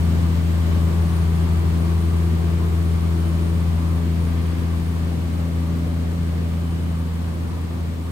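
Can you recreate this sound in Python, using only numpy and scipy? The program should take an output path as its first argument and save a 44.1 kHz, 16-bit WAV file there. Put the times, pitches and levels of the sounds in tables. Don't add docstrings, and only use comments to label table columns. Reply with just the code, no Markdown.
import sys
import numpy as np
from scipy import signal
from scipy.fft import rfft, irfft
from scipy.io import wavfile
from scipy.ndimage import uniform_filter1d

SR = 44100
rng = np.random.default_rng(int(sys.argv[2]) if len(sys.argv) > 2 else 0)


def output_pcm(signal):
    pcm = np.clip(np.atleast_2d(signal).T, -1, 1) * 32767
    wavfile.write(sys.argv[1], SR, np.round(pcm).astype(np.int16))


N = 357651
TIME = np.arange(N) / SR
FREQS = np.maximum(np.arange(N // 2 + 1) * SR / N, 1)


def undb(db):
    return 10 ** (np.asarray(db) / 20)


def curves(table):
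    seconds, *columns = np.transpose(table)
    return [np.interp(TIME, seconds, column) for column in columns]


def shape(points):
    hz, value = np.transpose(points)
    return np.interp(np.log(FREQS), np.log(hz), value)


def bell(hz, width_hz, steepness=2):
    return 1 / (1 + (2 * (FREQS - hz) / width_hz) ** steepness)


def bump(at_s, width_s):
    return np.exp(-((TIME - at_s) / width_s) ** 2)


def sink(db_per_s, hold_s=0):
    return -db_per_s * np.maximum(TIME - hold_s, 0)


def white():
    return rfft(rng.standard_normal(N)) * np.sqrt(SR / 2)


def wander(rate):
    hold = int(SR / rate)
    steps = np.repeat(rng.standard_normal(N // hold + 2), hold)
    return np.sqrt(2) * uniform_filter1d(uniform_filter1d(steps, hold), hold)[:N]


def turn(hz):
    return 2 * np.pi * np.cumsum(hz) / SR


def tone(phase, db, pan_db=0, lead=0):
    left = undb(db + pan_db / 2) * np.sin(phase + lead / 2)
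    right = undb(db - pan_db / 2) * np.sin(phase - lead / 2)
    return np.sqrt(2) * np.array([left, right])


def scattered(phase, db, rate):
    sides = [wander(rate) * np.sin(phase) + wander(rate) * np.cos(phase) for _ in range(2)]
    return undb(db) * np.array(sides)


def from_right(spectrum, lag_ms=.143):
    delay = np.exp(-2j * np.pi * FREQS * lag_ms / 1000)
    return irfft(np.array([spectrum * delay, spectrum]), N)


def standing_wave(lean, back_db, near_db):
    return 20 * np.log10((1 - lean) * undb(back_db) + lean * undb(near_db))


def gearbox(mesh_hz=2370):
    # time in seconds, level in dB.
    levels = [(0, -71), (.7, -70), (1.1, -66.5), (3.4, -65.5), (3.8, -71), (8.11, -72)]
    level_db, = curves(levels)
    return scattered(turn(mesh_hz + 3 * wander(3)), level_db, rate=5)


def vent(ring_hz=3025, width_hz=150):
    # peak time in seconds, width in seconds, gain in dB.
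    swells = [(.2, .3, -5), (.72, .2, 0), (2.4, .25, -7), (3.3, .2, -3), (5.4, .3, -6.5), (6.75, .25, -2)]
    breath = sum(undb(db) * bump(at_s, width_s) for at_s, width_s, db in swells)
    ring = undb(-76.5) * bell(ring_hz, width_hz)
    return irfft(np.array([white(), white()]) * ring, N) * breath


def paper_rub():
    # frequency in Hz, base level in dB per Hz.
    colour = [(800, -105), (1500, -84.5), (2250, -81.5), (2700, -89), (3300, -88), (3900, -94),
              (4600, -90.5), (5400, -100), (10000, -120)]
    # peak time in seconds, width in seconds, gain in dB.
    rustles = [(4.42, .5, .5), (6.35, .3, -4.5), (7.2, .22, -5)]
    friction = irfft(np.array([white(), white()]) * undb(shape(colour)), N)
    catches = undb(2.5 * wander(120))
    push = sum(undb(db) * bump(at_s, width_s) for at_s, width_s, db in rustles)
    return friction * push * catches


def turbines(blade_phase, waver_hz=3.7, flicker_db=3, skirt_width_hz=400):
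    # pitch in Hz, base level in dB, lower and upper sideband in dB relative to it.
    compressors = [(9309, -60.5, -4.3, -11), (9403, -65.7, -12, 1.6)]
    # time in seconds, gain in dB.
    ride = [(0, 2), (.5, -1), (1.1, 4), (1.5, 2.5), (3.4, 2), (3.9, 0.5), (4.9, 2), (5.6, -1), (6.8, -0.5),
            (8.11, -3.5)]
    # peak time in seconds, width in seconds, gain in dB.
    flares = [(1, .12, 2.5), (3.35, .17, 8.5), (3.9, .2, -6), (4.25, .08, 4), (5.2, .5, -3),
              (6.6, .25, 2.5), (7.4, .12, 3)]
    gain_db, = curves(ride)
    flare_db = sum(db * bump(at_s, width_s) for at_s, width_s, db in flares)
    whine = 0
    for (hz, db, lower_db, upper_db), own_db in zip(compressors, (flare_db, 0)):
        for offset, share_db in ((0, own_db), (-blade_phase, lower_db), (blade_phase, upper_db)):
            phase = turn(hz + waver_hz * wander(20)) + offset
            level = undb(db + share_db + flicker_db * wander(16))
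            whine = whine + np.sqrt(2) * level * np.sin(phase)
    centre_hz = np.mean([hz for hz, *_ in compressors])
    skirt = white() * undb(-81.5) * bell(centre_hz, skirt_width_hz)
    return from_right(rfft(whine) + skirt) * undb(gain_db)


def air_hiss():
    # frequency in Hz, base level in dB per Hz.
    colour = [(5000, -106), (6500, -93), (7500, -89.7), (8600, -87.4), (10500, -89.9), (12200, -88.8),
              (13200, -92.4), (15500, -94.7)]
    jet = white() * undb(shape(colour))
    return from_right(jet) * undb(0.31 * wander(20))


def cabin_modes(spacing_hz=12):
    ripple = np.interp(FREQS / spacing_hz, np.arange(4096), rng.standard_normal(4096))
    depth_db = 1.3 * shape([(250, 0), (500, 1), (2500, 1), (7000, .6)])
    return undb(depth_db * ripple)


def slipstream(lean, churn_db=1.0, eddy_db=.35, swell_db=.5):
    # frequency in Hz, base level in dB per Hz.
    colour = [(18, -76), (38, -60.5), (72, -51.5), (110, -51), (220, -55.3), (350, -58.3), (500, -68.5),
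              (850, -71.8), (1400, -74), (2100, -77.2), (2600, -79.6), (4500, -83), (6200, -88.3),
              (7500, -96), (10000, -118)]
    # centre in Hz, width in Hz, lift in dB.
    panels = [(126, 14, -3.5), (141, 10, 2.5), (156, 14, -1.5), (218, 16, 2.3), (690, 110, 2),
              (830, 50, -1), (1010, 80, .8), (1160, 120, 2.6), (1340, 80, -1), (2200, 90, 2.2),
              (3050, 200, 1.3), (4300, 400, .6), (5050, 500, -1)]
    # frequency in Hz, coherence from 0 to 1, left lead in radians.
    image = [(50, .96, 0), (170, .95, .1), (220, .56, .3), (320, .36, 0), (620, .25, .4), (800, .26, -1),
             (1150, .25, -.8), (1400, .3, -2), (2300, .25, -2.1), (3400, .1, -3), (6000, .1, -2.7)]
    # frequency in Hz, left minus right in dB.
    wall_side = [(40, .4), (120, 1.8), (215, 4.5), (270, 1.8), (380, 2.4), (600, 1.6), (750, 3),
                 (1050, 2.7), (1250, 1.4), (1900, 1.7), (3000, 1), (4400, 0), (6000, -1.6), (9000, 0)]
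    pockets = [(288, 65, -1.5, 0, 1), (380, 130, 1.9, -3, 2), (523, 180, 0, 2.2, 1),
               (1080, 410, 2, 1.4, -0.8)]
    colour_db = shape(colour) + sum(db * bell(hz, width) for hz, width, db in panels)
    coherence = shape([(hz, share) for hz, share, _ in image])
    lead = shape([(hz, radians) for hz, _, radians in image])
    mid = white() * np.sqrt((1 + coherence) / 2)
    side = white() * np.sqrt((1 - coherence) / 2)
    wall_db = shape(wall_side) / 2
    left = (mid + side) * undb(wall_db) * cabin_modes()
    right = (mid - side) * undb(-wall_db) * cabin_modes()
    spectra = np.array([left * np.exp(1j * lead), right]) * undb(colour_db)
    roar = irfft(spectra, N)
    swell = bump(at_s=5.85, width_s=1.4)
    for hz, width, back_db, near_db, extra_db in pockets:
        band = irfft(spectra * bell(hz, width, steepness=4), N)
        lift_db = standing_wave(lean, back_db, near_db) + extra_db * swell + churn_db * wander(10)
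        roar = roar + band * (undb(lift_db) - 1)
    return roar * undb(eddy_db * wander(18) + swell_db * swell)


def drone_levels(lean):
    # base level in dB held back, then leaning in.
    long_waves = [(-18.5, -18.6), (-26.6, -24.9)]
    # time in seconds, gain in dB.
    fade = [(0, -.2), (1.5, -.2), (4.3, -2), (5, -4.4), (5.8, -4), (7, -5), (7.6, -7.1), (8.11, -7.1)]
    # time in seconds, level of the third in dB, level of the fourth in dB.
    short_waves = [(0, -38, -49), (.4, -38.5, -47), (1.1, -47, -42), (1.7, -45, -38.8), (2.7, -47, -41),
                   (3.25, -46, -39.5), (3.6, -42, -44), (4, -37.5, -44), (4.7, -37.2, -45.5),
                   (5.8, -35.8, -55), (6.7, -37.3, -58), (7.5, -40.5, -58), (8.11, -40, -56)]
    fade_db, = curves(fade)
    first, second = [standing_wave(lean, back_db, near_db) + fade_db for back_db, near_db in long_waves]
    return [first, second + sink(db_per_s=4.5, hold_s=7), *curves(short_waves)]


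def propellers(blade_phase, lean, flow_db, flutter_db=0.38):
    # time in seconds, left minus right in dB.
    pan = [(0, 3.2), (1.2, 2.5), (5, 2.6), (7.2, 0), (8.11, 1)]
    # extra left minus right in dB, left lead in radians.
    placement = [(0, -0.31), (0.4, 0.18), (-3, -0.059), (3, -0.52)]
    # harmonic number, base level in dB.
    overtones = [(5, -57), (6, -62), (7, -59), (8, -65)]
    # harmonic number,
    # peak time in seconds, width in seconds, level in dB, left minus right in dB.
    loud_spots = [(5, 2.2, 2.6, -52, 11), (6, .6, .3, -51, -4), (6, 4.9, 1.7, -55, 7),
                  (7, .1, .6, -49.5, 4), (7, 3.2, .6, -54.5, 1), (7, 5.7, .7, -56, 6)]
    pan_db, = curves(pan)
    drone = 0
    for k, (db, (extra_db, lead)) in enumerate(zip(drone_levels(lean), placement), 1):
        shake_db = flutter_db * (k - 1) * wander(12)
        drone = drone - (-1) ** k * tone(k * blade_phase, db + shake_db, pan_db + extra_db, lead)
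    for k, db in overtones:
        drone = drone + scattered(k * blade_phase, db + flow_db, rate=4)
    for k, at_s, width_s, db, side_db in loud_spots:
        phase = k * blade_phase + .6 * wander(10)
        drone = drone + tone(phase, db + 2 * wander(8), side_db) * bump(at_s, width_s)
    return drone


def scene():
    # time in seconds, blade rate in Hz.
    blade_rate = [(0, 83.7), (.8, 83.6), (3, 83.67), (5, 83.86), (6.2, 84.03), (7.1, 83.54), (8.11, 83.75)]
    # time in seconds, lean from 0 (held back) to 1 (by the seat in front).
    drift = [(0, .75), (.8, .5), (1.4, .03), (3.2, .08), (3.7, .5), (4.9, .5), (5.9, .95), (6.6, .88),
             (8.11, .85)]
    blade_hz, = curves(blade_rate)
    lean, = curves(drift)
    blade_phase = turn(blade_hz)
    flow_db = 2 + sink(db_per_s=0.66)
    airflow = (slipstream(lean) + air_hiss()) * undb(flow_db)
    drone = propellers(blade_phase, lean, flow_db)
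    return drone + airflow + turbines(blade_phase) + gearbox() + vent() + paper_rub()


def record(dry):
    top_hz = 15700
    return signal.sosfilt(signal.ellip(10, .1, 80, top_hz, fs=SR, output="sos"), dry)


dry = scene()
out = record(dry)
output_pcm(out)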